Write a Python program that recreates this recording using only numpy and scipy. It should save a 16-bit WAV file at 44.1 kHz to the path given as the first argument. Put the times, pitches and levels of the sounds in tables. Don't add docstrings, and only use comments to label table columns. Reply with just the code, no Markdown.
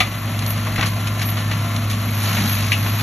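import sys
import numpy as np
from scipy import signal
from scipy.fft import rfft, irfft
from scipy.io import wavfile
from scipy.ndimage import uniform_filter1d

SR = 44100
rng = np.random.default_rng(int(sys.argv[2]) if len(sys.argv) > 2 else 0)


def wav_out(sig):
    wavfile.write(sys.argv[1], SR, np.round(np.clip(np.atleast_2d(sig).T, -1, 1) * 32767).astype(np.int16))


N = 133182
T = np.arange(N) / SR
FREQS = np.maximum(np.fft.rfftfreq(2 * N, 1 / SR), 1)

# time in seconds,
# speed in turns per second, exhaust level in dB before the engine's common trim.
CRANKSHAFT = [(0, 34.8, -21), (.18, 34.6, -24.5), (.32, 34.77, -20), (1.4, 34.72, -19), (2.1, 34.58, -18.5),
              (2.62, 33.7, -18), (3.02, 34.9, -17.5)]
FULL_SPEED_HZ = 34.65
TWIGS_PER_S, TWIG_SPREAD_DB = 3000, 1.5
HIT_ATTACK_S = 0.0016


def undb(db):
    return 10 ** (np.asarray(db) / 20)


def unit(x):
    return x / np.sqrt(np.mean(x ** 2))


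def curve(table, axis=1):
    rows = np.array(table)
    return np.interp(T, rows[:, 0], rows[:, axis])


def across(table):
    rows = np.array(table)
    return np.interp(np.log(FREQS), np.log(rows[:, 0]), rows[:, 1])


def filtered(x, gain):
    return irfft(rfft(x, 2 * N) * gain)[:N]


def colour(x, table):
    return unit(filtered(x, undb(across(table))))


def resonance(hz, width_hz):
    return 1 / (1 + 1j * (FREQS ** 2 - hz ** 2) / (FREQS * width_hz))


def noise():
    return rng.standard_normal(N)


def walk(rate):
    k = int(SR / rate)
    held = np.repeat(rng.standard_normal(N // k + 1), k)
    return unit(uniform_filter1d(uniform_filter1d(held, k), k)[:N])


def splinters(per_s, spread_db):
    size = undb(spread_db * np.minimum(rng.exponential(size=N), 5))
    arrivals = rng.random(N) < per_s / SR
    return unit(arrivals * size * np.sign(noise()))


def burst(x, start, attack, decay, tilt_db=0):
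    first = max(int(start * SR), 0)
    part = x[first:first + 16384]
    hz = np.clip(np.fft.rfftfreq(len(part), 1 / SR), 300, None)
    tilt = undb(tilt_db * np.log2(hz / 2000))
    part = unit(irfft(rfft(part) * tilt, len(part)))
    age = np.arange(len(part)) / SR
    shape = np.minimum(age / attack, 1) * np.exp(-np.maximum(age - attack, 0) / decay)
    return np.pad(part * shape, (first, N - first - len(part)))


def engine(turns):
    trim_db, beat_db = -2.8, -13.5
    fan_order = 6.79
    fan_db, fan_waver_db = -13.5, 1.36
    # multiple of the crankshaft rate, relative level in dB.
    orders = [(3, 0), (6, -16), (18, -28), (32, -25)]
    tones = sum(undb(db) * np.sin(2 * np.pi * (round(k) * turns + rng.random())) for k, db in orders)
    half_orders = [k for k in np.arange(3.5, 10, .5) if k != 6]
    beat = sum(np.sin(2 * np.pi * (k * turns + rng.random())) / k for k in half_orders)
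    fan = undb(fan_db + fan_waver_db * walk(13)) * np.sin(2 * np.pi * fan_order * turns)
    level = undb(trim_db + curve(CRANKSHAFT, axis=2))
    return (np.sqrt(2) * (tones + fan) + undb(beat_db) * unit(beat)) * level


def drive(turns):
    waver_db, jitter = 3, 0.00811
    # frequency in Hz at full speed, level in dB.
    drive_tones = [(56.9, -40.5), (113.8, -44), (170.7, -42), (685, -48.5), (1023, -46.5), (1370, -44.5),
                   (1760, -48), (2042, -49)]
    out = 0
    for hz, db in drive_tones:
        wander = jitter * np.cumsum(walk(35.32)) / SR
        cycles = hz * (turns / FULL_SPEED_HZ + wander) + rng.random()
        tone = undb(waver_db * walk(12)) * np.sin(2 * np.pi * cycles)
        out = out + undb(db) * unit(tone)
    return out


def rotor():
    rumble_db = -31.8
    bite_s, bite_length_s, bite_db = 2.42, 0.04, -21
    bite_hz, bite_width_hz = 197.6, 71
    # frequency in Hz, relative spectral level in dB.
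    rumble_spectrum = [(20, -24), (62, -8.5), (120, -1.5), (165, 0.5), (200, -8.5), (310, -10.5),
                       (420, -20), (900, -69)]
    load = curve(CRANKSHAFT, axis=2)
    rumble = undb(rumble_db + (load - load.mean()) / 2) * colour(noise(), rumble_spectrum)
    swell = np.exp(-((T - bite_s) / bite_length_s) ** 2 / 2)
    boom = unit(filtered(noise(), resonance(bite_hz, bite_width_hz) ** 2)) * swell
    return rumble + undb(bite_db) * boom


def sizzle():
    floor_db, sizzle_hz, width_hz = -44, 11790, 140
    # centre in seconds, Gaussian length (to 1/e) in seconds, level in dB added to the floor.
    swells = [(0.497, 0.026, -27.5), (1.284, 0.039, -29.5), (2.252, 0.17, -37.5), (2.532, 0.049, -27.5),
              (2.936, 0.21, -39)]
    swell = undb(floor_db)
    swell = swell + sum(undb(db) * np.exp(-((T - s) / length) ** 2) for s, length, db in swells)
    return swell * unit(filtered(noise(), resonance(sizzle_hz, width_hz)))


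def clatter():
    # frequency in Hz, relative spectral level in dB.
    clatter_spectrum = [(250, -16), (450, -4), (650, 4), (900, -3), (1120, 4.5), (1550, -2.5), (2150, -1),
                        (3200, -4.5), (4500, -9), (7000, -10.5), (12000, -14)]
    restless = undb(1.2 * walk(70))
    return undb(-31) * colour(noise() * restless, clatter_spectrum)


def shredding(turns):
    rotor_hz = 55.34
    strike_share, strike_turns = 0.32, 0.49
    crunch_attack_s = 0.004
    # time in seconds, twig level in dB.
    feed = [(0, -58), (.6, -35.5), (1.0, -42.5), (1.45, -37.5), (2.1, -39), (2.25, -25.5), (2.45, -25),
            (2.8, -31), (3.02, -30.5)]
    # frequency in Hz, relative spectral level in dB.
    twig_spectrum = [(300, -11), (800, 1), (2000, 3), (6300, -2.5), (9000, -10.5), (12000, -6.5)]
    wood_spectrum = [(200, -5.5), (420, -10), (800, -2.5), (2000, 3.5), (3200, 0), (6000, -7.5),
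                     (12000, -18.5)]
    # start in seconds, level in dB, decay in seconds, tilt in dB per octave.
    branches = [(.003, -21.5, 0.021, -2.5), (0.42, -25, 0.013, -0.5), (.667, -25, 0.017, -6),
                (0.758, -24, 0.014, 0), (0.779, -18.5, 0.028, -5.5), (0.808, -24, 0.011, 1.5),
                (0.824, -21, 0.027, -2), (0.855, -20.5, 0.025, 10), (1.069, -22, 0.011, 3.5),
                (1.191, -26, 0.019, 3.5), (1.214, -23, 0.019, 3), (1.286, -26.5, 0.012, 2.5),
                (1.367, -27, 0.047, 0), (1.511, -23.5, 0.023, 0), (1.897, -24, 0.036, 6),
                (2.227, -19, 0.018, 12), (2.366, -21.5, 0.027, -2), (2.859, -26, 0.029, -3.5),
                (2.991, -27, 0.026, 1.5)]
    phase = rotor_hz * turns / FULL_SPEED_HZ % 1
    strikes = 1 - strike_share + strike_share * unit(np.exp(-phase / strike_turns))
    twigs = colour(strikes * (splinters(TWIGS_PER_S, TWIG_SPREAD_DB) + .5 * noise()), twig_spectrum)
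    wood = colour(strikes * (splinters(TWIGS_PER_S, TWIG_SPREAD_DB) + noise()), wood_spectrum)
    crunches = sum(undb(db) * burst(wood, s, crunch_attack_s, decay, tilt)
                   for s, db, decay, tilt in branches)
    return twigs * undb(curve(feed)) + crunches


def clangs():
    mode_width_hz, crack_db = 70, -6
    # start in seconds, level in dB, decay in seconds, tilt in dB per octave.
    pieces = [(.002, -10.5, 0.02, 0.5), (2.7181, -10.5, 0.016, 0.5)]
    # frequency in Hz, relative level in dB at the first spot struck, and at the second.
    modes = [(747, -5, -17), (1203, -0.5, -9.5), (2037, 2, -4), (2280, -0.5, 1), (2610, -7, -1.5),
             (2816, -5.5, -2), (3450, -2, -15), (4233, -16, -16)]
    # frequency in Hz, relative spectral level in dB.
    crack_spectrum = [(1400, -24), (2300, 11.5), (3400, 2.5), (4300, -9), (12000, -13)]
    out = 0
    for spot, (s, db, decay, tilt) in enumerate(pieces):
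        hood = sum(undb(levels[spot]) * resonance(hz, mode_width_hz) for hz, *levels in modes)
        steel = unit(filtered(noise(), hood)) + undb(crack_db) * colour(noise(), crack_spectrum)
        out = out + undb(db) * burst(steel, s, HIT_ATTACK_S, decay, tilt)
    return out


def snaps():
    decay_s = 0.0039
    # start in seconds, level in dB.
    stalks = [(0.39, -23), (.462, -21.5), (0.504, -24.5), (1.762, -20.5)]
    # frequency in Hz, relative spectral level in dB.
    snap_spectrum = [(1000, -12), (3400, 8.5), (12000, 0.5)]
    stalk = colour(noise(), snap_spectrum)
    return sum(undb(db) * burst(stalk, s, HIT_ATTACK_S, decay_s) for s, db in stalks)


def noises(turns):
    return clatter() + shredding(turns) + clangs() + snaps()


def scene():
    # frequency in Hz, gain in dB.
    scatter = [(100, -57), (500, -32), (1700, -22), (2550, -8), (3100, -6.5), (4300, -16), (4850, -51.5),
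               (5500, -20), (6300, -21), (7300, -4), (8000, -36.5), (9950, -45), (10700, -4.5), (11900, -6)]
    turns = np.cumsum(curve(CRANKSHAFT)) / SR
    direct = engine(turns) + drive(turns) + rotor() + sizzle() + noises(turns)
    side = filtered(noises(turns), undb(across(scatter)))
    return np.array([direct + side, direct - side])


def record(dry):
    # frequency in Hz, gain in dB.
    mic_response = [(3500, 0), (4650, 3), (5100, -3.5), (6200, 1), (7200, -0.5), (8000, -6), (10000, 5),
                    (11000, 5.5), (12000, -1.5)]
    # frequency in Hz, lead of the left port in turns.
    port_phase = [(1950, 0), (2420, .2), (2720, -.07), (3620, .05), (4200, .16), (4740, .5), (5020, .5),
                  (5280, 1), (6800, 1), (7400, 1.42), (7900, 1.5), (10050, 1.5), (10500, 1.66), (11750, 2)]
    # frequency in Hz, left minus right level in dB.
    port_balance = [(200, 0), (1170, 2.7), (2000, 3.2), (2550, 8), (3100, -.8), (4200, -2), (4800, 0)]
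    ports = np.exp(1j * np.pi * across(port_phase)) * undb(across(port_balance) / 2)
    mic = undb(across(mic_response))
    out = np.array([filtered(dry[0], mic * ports), filtered(dry[1], mic / ports)])
    low_pass = signal.ellip(12, .2, 90, 12050, fs=SR, output="sos")
    return signal.sosfilt(low_pass, out)


dry = scene()
out = record(dry)
wav_out(out)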